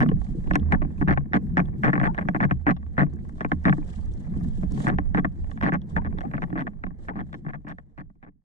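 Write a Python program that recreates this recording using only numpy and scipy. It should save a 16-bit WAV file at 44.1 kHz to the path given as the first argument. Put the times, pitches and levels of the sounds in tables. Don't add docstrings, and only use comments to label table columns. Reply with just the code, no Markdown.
import sys
import numpy as np
from scipy import signal
from scipy.fft import rfft, irfft, next_fast_len
from scipy.io import wavfile
from scipy.ndimage import uniform_filter1d, minimum_filter1d, map_coordinates

SR = 44100
rng = np.random.default_rng(int(sys.argv[2]) if len(sys.argv) > 2 else 0)


def invert_db(x):
    u = np.asarray(x, float) / 20
    return 10 ** u


def store_pcm(level_fs):
    pcm = np.round(np.clip(level_fs, -1, 1) * 32767).astype(np.int16)
    wavfile.write(sys.argv[1], SR, np.atleast_2d(pcm).T)


N = 372191

# (time [s], run length [ms], click [dB], thud over click [dB], snap over click [dB])
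SLAPS = [(.004, 26.5, -13.5, 3, -22.5), (.06, -2.5, -29.5, 16, -36), (0.089, -3, -31.5, 16, -5),
         (.114, -2, -32, 21, -28), (.215, 0, -42.5, 9, -25), (.473, -8, -40.5, 17.5, -16.5),
         (0.51, 0.5, -12.5, -0.5, -27.5), (0.535, -1, -34, 19.5, -3.5), (0.548, -2, -32.5, 8, -32.5),
         (0.555, -2, -2.5, -9.5, -21.5), (.597, -1, -55.5, -7.5, 2.5), (0.712, 12.5, -37.5, 11, -37),
         (0.722, 1, -4.5, -6, -24), (.727, 20, -19, 0, -40.5), (.818, 6, -27.5, 9, -29.5),
         (.848, 0, -38, 15, -34), (1.012, 12.5, -25.5, 12, -35), (1.075, 0, -21, 9, -34),
         (1.082, 15, -14, 2.5, -30.5), (1.108, 6, -13.5, 2, -31), (1.125, 9, -20.5, -10, -27.5),
         (1.174, 0, -14, -0.5, -37), (1.333, 1, -13, -9.5, -29), (1.34, 27.5, -16, 1.5, -23.5),
         (1.57, 30, -13, -1, -31), (1.612, 5, -39, 9.5, -36.5), (1.656, 0, -52, 5.5, -2.5),
         (1.684, 2, -43, 0, -34.5), (1.834, 24.5, -13.5, -2, -31), (1.866, 26, -18, 2, -32),
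         (1.9, 1, -22, -12.5, -29.5), (1.931, 5.5, -13.5, -0.5, -37), (1.954, 7, -19, 1, -37),
         (1.977, 1, -17.5, 3, -37), (1.999, 0, -17, -4.5, -29.5), (2.013, 0, -17.5, 5.5, -32.5),
         (2.032, 40, -17.5, -1.5, -29), (2.146, 3, -30, -16, -24), (2.169, 0, -42, -4, -18),
         (2.178, 0, -23.5, 2, -28), (2.185, 5, -17, -6.5, -38), (2.211, 13.5, -29.5, -9, -29),
         (2.252, 2, -43, 21.5, -30), (2.286, 1, -13, -3, -31.5), (2.346, 15.5, -19, 3.5, -36),
         (2.403, 2, -12, -3, -39), (2.41, 9, -22, 5, -28), (2.428, 20.5, -16, 0, -32.5),
         (2.486, 19.5, -48.5, 5, -32), (2.51, -2, -11, -0.5, -29.5), (2.666, 30, -11.5, 0.5, -36.5),
         (2.707, 5.5, -18, 1.5, -28), (2.765, 5, -47.5, 4, -8), (2.979, 28, -14, -0.5, -32),
         (3.015, 15, -18.5, 4.5, -34.5), (3.065, 2, -43, 4, -34), (3.25, 0, -51, 2, -26),
         (3.293, 0, -45.5, -4, -23), (3.407, 6, -22, -1.5, -26), (3.429, 0.5, -40, -4, -27),
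         (3.447, -10, -15.5, 0, -34.5), (3.517, -5, -10, -0.5, -27), (3.653, 0, -11.5, 0.5, -25),
         (3.66, 28.5, -15, 2.5, -36.5), (3.695, 0, -15, 5, -21.5), (3.726, -0.5, -14, -0.5, -38),
         (3.781, -7, -41, 24, -34), (3.9, 2, -52, -8, -5), (4.632, -1, -38, 20, -32),
         (4.775, -0.5, -38.5, 17, -12), (4.802, 3, -33.5, -10.5, -20.5), (4.868, 31, -16.5, 0.5, -28),
         (4.91, 29.5, -37, 16.5, -36), (4.985, -2, -16.5, 1, -29.5), (5.146, 3, -14.5, 3, -24),
         (5.15, 16, -27, 1, -26), (5.173, 20.5, -19, 3, -30), (5.246, 5, -16.5, 2, -35),
         (5.442, -2, -44, 4.5, -19), (5.496, 0, -45.5, -6, -22), (5.514, 0, -36, 2, -12),
         (5.574, 0, -31.5, -11, -26), (5.611, 0, -18, -13, -27), (5.625, 30, -18.5, 2, -24.5),
         (5.663, 29, -16, 1, -29.5), (5.721, 33, -17.5, 1, -34.5), (5.817, 0, -55, -6, 3.5),
         (5.964, 0.5, -10, -5.5, -30.5), (5.973, 8, -22, 0, -29.5), (6.017, 1.5, -36, 7, -35),
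         (6.047, 23.5, -28, 3.5, -30), (6.125, 2, -36.5, 9, -29), (6.174, 0, -36.5, 4.5, -40),
         (6.185, 3, -26, 0, -17), (6.207, 7, -27, -5, -17), (6.251, -3, -38.5, 25.5, -34.5),
         (6.313, -3, -31, -12, -26), (6.336, 14.5, -21, -0.5, -39), (6.368, -2, -41, 4, -1),
         (6.379, 0, -19, -8, -38), (6.42, 17.5, -18.5, 0, -27.5), (6.502, 3.5, -36, -1, -21),
         (6.527, 0, -27.5, 15.5, -35), (6.555, 19, -24, 6.5, -36.5), (6.577, 22, -19.5, -3.5, -30),
         (6.607, 13, -20, 1, -24.5), (6.668, 7, -18, -3, -31), (6.837, 3, -14.5, -1.5, -30.5),
         (6.866, 2, -28, 11.5, -23), (6.906, 0, -41.5, 16.5, -40), (7.084, 12.5, -16.5, -5, -30),
         (7.106, 3, -32, 12, -34), (7.134, 0, -38, 13, -36), (7.155, 28, -28, 9.5, -29),
         (7.19, 21.5, -21.5, 3, -27), (7.329, -3, -21.5, -12, -19), (7.341, 6.5, -23, 0.5, -19),
         (7.449, 1, -33.5, 17, -29), (7.464, -3, -19.5, 7, -40), (7.483, 22, -23.5, 0, -31),
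         (7.534, 19.5, -20.5, 1, -33), (7.647, 0, -37, 18, -34), (7.668, 6, -21.5, 3, -39),
         (7.681, 40.5, -21, 0, -21.5), (7.784, 0, -18.5, -6, -26.5), (7.977, 36, -20, 1.5, -29),
         (8.1, 0, -38.5, 14.5, -28), (8.227, 20.5, -19.5, -1, -27.5), (8.264, 23, -24, 5, -34)]
# (pitch [Hz], level [dB], time to fall 60 dB [s], left over right [dB], left lead [rad])
CLICK_MODES = [(1275, -9.5, 0.014, 3.5, 2.73), (1574, -1, 0.015, 2, 3.2), (1748, -2.5, 0.017, 1.3, 3.84),
               (1942, -5.5, 0.014, 1.3, 4.35), (2220, -11, 0.01, -2, 4.82), (2434, -23, .011, 3, 4.8)]
KNOCK_MODES = [(606.5, -7.5, 0.038, 1.2, 1.69), (729, -6, 0.035, 8.1, 1.53), (840, -7, 0.035, 6.1, 2.14),
               (1102, -3.5, 0.038, 4.4, 2.85)]
THUD_MODES = [(147.7, -11.5, 0.23, 7, -1.72), (183.95, -5, 0.13, -2.4, -0.46),
              (231.9, -9.5, 0.097, -5.5, -0.76), (293.4, -7.5, 0.086, 1.5, -0.99),
              (428.7, -18, 0.038, -5.5, 0.81)]
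SNAP_MODES = [(2620, 4.5, 0.0096, -4.5, 7.8), (3350, -2, 0.017, 0, 5.63), (3670, -2.5, 0.015, -1.5, 8.6),
              (4210, -7, 0.016, 0.6, 10), (5600, -14.5, 0.016, -0.3, 7.6)]
# (frequency [Hz], level [dB per Hz])
CRACK_COLOUR = [(3000, -36.5), (4500, -4), (6000, 0.5), (8000, -3), (10000, -7.5), (12500, -26),
                (15000, -32)]
# (time [s], level [dB])
DROPS = [(0.0247, -49.5), (1.44, -62.5), (3.136, -58), (3.16, -62.5), (3.29, -61), (3.6392, -54.5),
         (4.059, -59), (4.137, -50.5), (4.7072, -57), (4.7208, -43.5), (4.806, -51), (4.8264, -48.5),
         (4.8815, -38.5), (5.5086, -52.5), (5.642, -48.5), (5.7367, -49), (7.687, -46)]
# (time [s], level [dB])
GUSTS = [(0, -28.5), (.25, -32), (.54, -29), (.65, -34.5), (.82, -26.5), (1.1, -38.5), (1.5, -37.5),
         (1.95, -38), (2.3, -36), (2.9, -39), (3.4, -41.5), (3.6, -36.5), (4, -33), (4.2, -40.5),
         (4.38, -33.5), (4.86, -32), (5.1, -31), (5.5, -33.5), (5.8, -39.5), (6.05, -30), (6.6, -37),
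         (7.05, -35.5), (7.5, -37.5), (8.44, -37.5)]
# (time [s], level [dB])
JOLTS = [(.02, -46), (.6, -20), (1.05, -27), (1.45, -32.5), (1.95, -40.5), (2.5, -26), (2.75, -33),
         (3, -34), (3.53, -28), (3.9, -36.5), (4.35, -33.5), (4.92, -30), (5.33, -29.5), (5.75, -33),
         (5.92, -28), (6.7, -37), (7.17, -32.5)]
# (time [s], level [dB])
SURGE = [(0, -10.5), (.05, -23), (.22, -36), (.47, -34), (.63, -28), (.8, -33.5), (1.3, -38), (1.67, -28),
         (1.85, -34.5), (2.4, -30.5), (2.72, -49.5), (3.15, -36.5), (3.48, -44), (3.7, -35.5), (4.1, -42.5),
         (4.38, -26), (4.55, -37.5), (4.83, -23), (4.97, -36.5), (5.5, -41), (5.85, -36), (6.1, -29),
         (6.53, -29), (6.85, -40.5), (7.3, -30.5), (7.75, -41.5), (8.44, -36.5)]
# (time [s], level [dB])
SPRAY = [(0, -86), (.22, -71), (.47, -73), (.55, -68.5), (.62, -88), (.71, -68), (.78, -84.5), (1, -72.5),
         (1.25, -89), (1.45, -78), (1.66, -91), (1.83, -74), (2.2, -76.5), (2.9, -84), (3.14, -81),
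         (3.5, -72), (3.88, -67), (4.25, -77), (4.42, -72.5), (4.69, -71.5), (4.73, -66.5), (4.78, -59.5),
         (4.85, -49), (4.9, -69), (5, -81.5), (5.42, -75), (5.52, -70), (5.6, -79), (5.84, -90),
         (5.9, -64.5), (6.02, -83.5), (6.25, -72), (6.95, -86.5), (7.04, -64.5), (7.12, -81), (7.35, -67.5),
         (7.45, -75.5), (8.44, -83)]
# (time [s], base pitch [Hz], level [dB], life [s])
BUBBLES = [(.742, 784, -31, 0.038), (2.075, 820, -24.5, 0.047), (4.63, 610, -39, 0.035),
           (5.972, 840, -22, 0.039), (6.236, 718, -25.5, 0.041), (7.1, 806, -25, 0.035)]
# (frequency [Hz], level [dB per Hz])
BUFFET_COLOUR = [(12, -36.5), (22, 2.5), (45, -5.5), (62, -6), (100, -10.5), (140, -24.5), (300, -81)]
RUMBLE_COLOUR = [(70, -43), (110, -9), (141, 1.5), (175, 1), (212, 1.5), (300, -19), (350, -15.5),
                 (450, -34), (700, -67)]
WASH_COLOUR = [(250, -27.5), (450, 2.5), (620, -3), (820, -6.5), (1260, -16), (1410, -17.5), (1680, -14.5),
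               (2100, -20), (2600, -31.5), (3500, -33.5), (5000, -69)]
HISS_COLOUR = [(1900, -25), (3100, 4), (5100, -4.5), (7600, -1), (9400, -7.5), (11000, -23), (13000, -38.5),
               (15500, -67.5)]
# (frequency [Hz], likeness [0-1], left over right [dB], left lead [rad])
PORTS = [(39.6, 0.17, -7, 1.37), (94, .35, -8, 0.35), (153, 1, 2, 0.46), (296, 1, 3, -1.4),
         (510, 0.1, 4, 1.5), (800, 0.6, 5.5, 1.5), (1803, 0.2, -8, 3.5), (3160, 0.46, -2, 3.5),
         (5200, 0.1, 5.5, 6.5), (7600, 0, -2.5, 7.5), (10500, 0, -4.5, 13.5)]

SLIP_GAP_MS, RUN_SWELL_DB = 7, -3
CREAKS_PER_S, CREAK_DB = 7.7, -57.5
KNOCK_DB, KNOCK_GROWS, FIRM_DB = -4.5, 0.77, -17.5
KNOCK_WITH_THUD = .2
CRACK_DB, CRACK_GROWS, FIRM_SNAP_DB = -58.5, 1.27, -43
SHARPEST_DB = -21.5
POLE_HZ, POLE_WIDTH_HZ = 76, 8.3
HUM_RISE_S, HUM_T60_S = .03, 1.45
WASH_DB, WASH_GROWS, CALM_DB = -62, 0.64, -35
SPRAY_WASH_DB = 6.5
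DIP_DB, WASH_DIP_DB = 8, 1.5
DIP_DELAY_S, DIP_T60_S, DIP_FLOOR_DB = 0.0064, 0.32, -31.5
SLOSH_DB, SLOSH_HISS_DB, SLOSH_T60_S = -22, -58.5, 0.048
FADE_START_S, FADE_END_S = 5, 8.483


def mount(s, db, thud_db, snap_db):
    luck = rng.random((len(s), 2, 3))
    grit_s = s[:, None] + [-.009, .005, .011] * (.3 + luck[:, 0])
    grit_db = db[:, None] - [22, 14, 17] - 7 * luck[:, 1]
    knock_db = KNOCK_DB + (KNOCK_GROWS - 1) * (db - FIRM_DB) + KNOCK_WITH_THUD * thud_db
    all_s = np.column_stack([s, grit_s]).ravel("F")
    all_db = np.column_stack([db, grit_db]).ravel("F")
    all_knock_db = all_db + np.tile(knock_db, 4)
    all_snap_db = all_db + np.tile(snap_db, 4) - 1.0
    click = ring(CLICK_MODES, all_s, all_db + 0.5, contact_s=0.0015, scatter_db=1.0, twist=0.34, detune=0.032)
    knock = ring(KNOCK_MODES, all_s, all_knock_db, contact_s=0.0024, scatter_db=0.5, twist=1.37, detune=0.044)
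    thud = ring(THUD_MODES, s, db + thud_db, contact_s=0.006, scatter_db=5.0, twist=0.54, detune=0.049)
    snap = ring(SNAP_MODES, all_s, all_snap_db, contact_s=.0006, scatter_db=5.5, twist=1.6, detune=0.057)
    return click + knock + thud + snap + cracks(s, db, snap_db)


def slips():
    rows = []
    for s, length_ms, db, *colour_db in SLAPS:
        share = np.linspace(0, 1, round(max(length_ms, 0) / SLIP_GAP_MS) + 1)
        inside = share * (1 - share) > 0
        luck = rng.standard_normal((16, 2))[:len(share)] * inside[:, None]
        when = s + (share * length_ms + .6 * luck[:, 0]) / 1000
        swell_db = RUN_SWELL_DB * (share - share.mean())
        click_db = db + swell_db + 1.6 * luck[:, 1]
        rows.append(np.column_stack([when, click_db, np.tile(colour_db, (len(share), 1))]))
    luck = rng.random((int(CREAKS_PER_S * N / SR), 4))
    rows.append([0, CREAK_DB, -4, -32] + luck * [N / SR, 10, 14, 14])
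    return np.concatenate(rows).T


def ring(modes, s, db, contact_s, scatter_db, twist, detune, count=6):
    hz, mode_db, t60, tilt_db, lead = np.transpose(modes)
    luck = rng.standard_normal((len(s), 4, len(modes)))
    share = invert_db(mode_db + scatter_db * luck[:, 0])
    share *= np.linalg.norm(invert_db(mode_db)) / np.linalg.norm(share, axis=1)[:, None]
    size = invert_db(db)[:, None] * share * np.exp(1j * twist * luck[:, 1])
    half_tilt = invert_db(tilt_db / 2 + 1.0 * luck[:, 2])
    half = half_tilt * np.exp(.5j * (lead + 0.45 * luck[:, 3]))
    push = np.hanning(int(contact_s * SR) + 3)
    t = np.arange(int(t60.max() * SR)) / SR
    fall = invert_db(-60 * t / t60[:, None])
    decay = signal.fftconvolve(fall, push[None] / push.sum(), axes=1)[:, :len(t)]
    start = np.round(np.abs(s) * SR).astype(int)
    at = start[:, None] + np.arange(len(t))
    out = np.zeros((2, N))
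    for k, shift in enumerate(rng.standard_normal((count, len(modes)))):
        set_hz = hz * np.exp(detune * shift)
        tones = decay * np.exp(2j * np.pi * set_hz[:, None] * t)
        places = at[k::count].ravel()
        for port, weight in enumerate((size * half, size / half)):
            blows = (weight[k::count] @ tones).imag
            out[port] += np.bincount(places, blows.ravel(), N + SR)[:N]
    return out


def cracks(s, db, snap_db):
    drop_s, drop_db = np.transpose(DROPS)
    firmness_db = db + np.minimum(snap_db, SHARPEST_DB) - FIRM_SNAP_DB
    crack_db = CRACK_DB + CRACK_GROWS * firmness_db + 3 * rng.standard_normal(len(s))
    shape = swells(np.append(s, drop_s), np.append(crack_db, drop_db), 0.00054, 0.0078)
    pair = rush(colour(CRACK_COLOUR), patchy_db=3.6)
    return shape * (0.35 * pair + pair.mean(0) * invert_db([[-3.5], [3.5]]))


def wind():
    gust_db, = columns(GUSTS, np.arange(N) / SR)
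    gust = invert_db(gust_db + 2.5 * wobble(7.9, channels=2) + 1.5 * wobble(9))
    buffet = gust * rush(colour(BUFFET_COLOUR), patchy_db=2.9)
    hum_noise = rush(lambda hz: 1 / (1 + ((hz - POLE_HZ) / POLE_WIDTH_HZ * 2) ** 2), patchy_db=0.5)
    phase = 2 * np.pi * POLE_HZ * np.arange(N) / SR + 1.2 * wobble(5)
    hum_tone = invert_db([[-3], [3]]) * np.sin(phase + [[.6], [-.6]])
    hum = .45 * hum_noise + hum_tone
    return buffet + swells(*np.transpose(JOLTS), HUM_RISE_S, HUM_T60_S) * hum


def water(s, db):
    t = np.arange(N) / SR
    surge_db, = columns(SURGE, t)
    spray_db, = columns(SPRAY, t)
    slosh = swells(s, db, 0.0023, SLOSH_T60_S)
    after = swells(s + DIP_DELAY_S, db - DIP_FLOOR_DB, .005, DIP_T60_S)
    dip = after / (1 + after)
    washing = invert_db(WASH_DB + WASH_GROWS * (surge_db - CALM_DB)) + invert_db(spray_db + SPRAY_WASH_DB)
    washing = washing * invert_db(-WASH_DIP_DB * dip + 1.6 * wobble(4.4))
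    hissing = invert_db(spray_db - DIP_DB * dip) + invert_db(SLOSH_HISS_DB) * slosh
    rumbling = invert_db(surge_db - 3.0 + 2.9 * wobble(25))
    rumble = rumbling * rush(colour(RUMBLE_COLOUR), patchy_db=2.46)
    wet = invert_db(-1.5) * washing + invert_db(SLOSH_DB + 1.8 * wobble(150)) * slosh
    wash_flicker = invert_db(1.0 * wobble(71) + 0.94 * wobble(8))
    wash = wet * wash_flicker * rush(colour(WASH_COLOUR), patchy_db=0.1)
    spray_flicker = invert_db(2.5 * wobble(90) + 1.7 * wobble(21))
    spray = hissing * spray_flicker * rush(colour(HISS_COLOUR), patchy_db=1.8)
    thumps = invert_db(surge_db - 6.5) * lapping(THUD_MODES, rate=40, spread_db=3.0, contact_s=.009)
    taps = lapping([*KNOCK_MODES, *CLICK_MODES], rate=98, spread_db=6.5, contact_s=0.0041)
    trickle = invert_db(-8.5) * washing * taps
    return rumble + wash + spray + thumps + trickle + bubbles()


def lapping(modes, rate, spread_db, contact_s):
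    luck = rng.random((int(rate * N / SR), 2))
    tap_db = -spread_db * np.log(1 - .93 * luck[:, 1])
    taps = ring(modes, luck[:, 0] * N / SR, tap_db, contact_s, scatter_db=4.5, twist=2.28, detune=0.093)
    return taps / np.sqrt(np.mean(taps.mean(0) ** 2))


def bubbles():
    out = np.zeros(N)
    waver = 0.055 * wobble(160)[0]
    for s, hz, db, life in BUBBLES:
        start = int(s * SR)
        u = np.linspace(0, 1, int(life * SR))
        pitch = hz * (1 + 0.15 * u + waver[start:][:len(u)])
        phase = 2 * np.pi * np.cumsum(pitch) / SR
        tone = np.sin(phase) + invert_db(-17.5) * np.sin(1.6 * phase)
        out[start:][:len(u)] += invert_db(db) * np.sin(np.pi * u ** 0.32) * tone
    return out * [[1.3], [-.6]]


def rush(gain, patchy_db):
    z = signal.stft(rng.standard_normal((2, N + 4096)), nperseg=512)[2]
    field = uniform_filter1d(rng.standard_normal(z.shape[1:]), 8, 0)
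    field = uniform_filter1d(field, 4, 1)
    patchy = signal.istft(z * invert_db(patchy_db * unit(field)), nperseg=512)[1]
    a, b = rfft(patchy, next_fast_len(N + 4096))
    hz = np.linspace(0, SR / 2, len(a))
    alike, tilt_db, lead = columns(PORTS, hz, log=True)
    turn = np.arccos(np.clip(alike, 0, 1)) / 2
    half = invert_db(tilt_db / 2) * np.exp(.5j * lead)
    left = (np.cos(turn) * a + np.sin(turn) * b) * half
    right = (np.cos(turn) * a - np.sin(turn) * b) / half
    out = irfft([left, right] * gain(hz))[:, :N]
    return out / np.sqrt(np.mean(out.mean(0) ** 2))


def colour(spectrum):
    return lambda hz: invert_db(columns(spectrum, hz, log=True)[0])


def swells(s, db, rise_s, t60):
    t = np.arange(int(t60 * SR)) / SR
    peaks = np.bincount(np.round(np.abs(s) * SR).astype(int), invert_db(db), N)[:N]
    shape = (1 - np.exp(-t / rise_s)) * invert_db(-60 * t / t60)
    return np.abs(signal.fftconvolve(peaks, shape)[:N])


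def wobble(rate, channels=1):
    at = [np.arange(N) * rate / SR]
    knots = rng.standard_normal((channels, int(N * rate / SR) + 4))
    return np.array([map_coordinates(k, at) for k in knots])


def columns(rows, at, log=False):
    key, *cols = np.transpose(rows)
    warp = (lambda v: np.log(v + 1)) if log else (lambda v: v)
    return [np.interp(warp(at), warp(key), c) for c in cols]


def unit(x):
    return x / np.sqrt(np.mean(x ** 2) + 1e-20)


def scene():
    s, db, thud_db, snap_db = slips()
    return mount(s, db, thud_db, snap_db) + wind() + water(s, db)


def roll_off(x):
    return signal.sosfilt(signal.butter(12, 15000, fs=SR, output="sos"), x)


def record(dry):
    need = np.minimum(1, invert_db(-8.0) / (np.abs(dry).max(0) + 1e-9))
    gain = minimum_filter1d(need, size=301)
    gain = uniform_filter1d(uniform_filter1d(gain, size=101), size=101)
    gain *= np.minimum(1, np.arange(N) / 60)
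    gain *= np.interp(np.arange(N) / SR, [FADE_START_S, FADE_END_S], [1, 0])
    return roll_off(dry * gain)


dry = scene()
out = record(dry)
store_pcm(out)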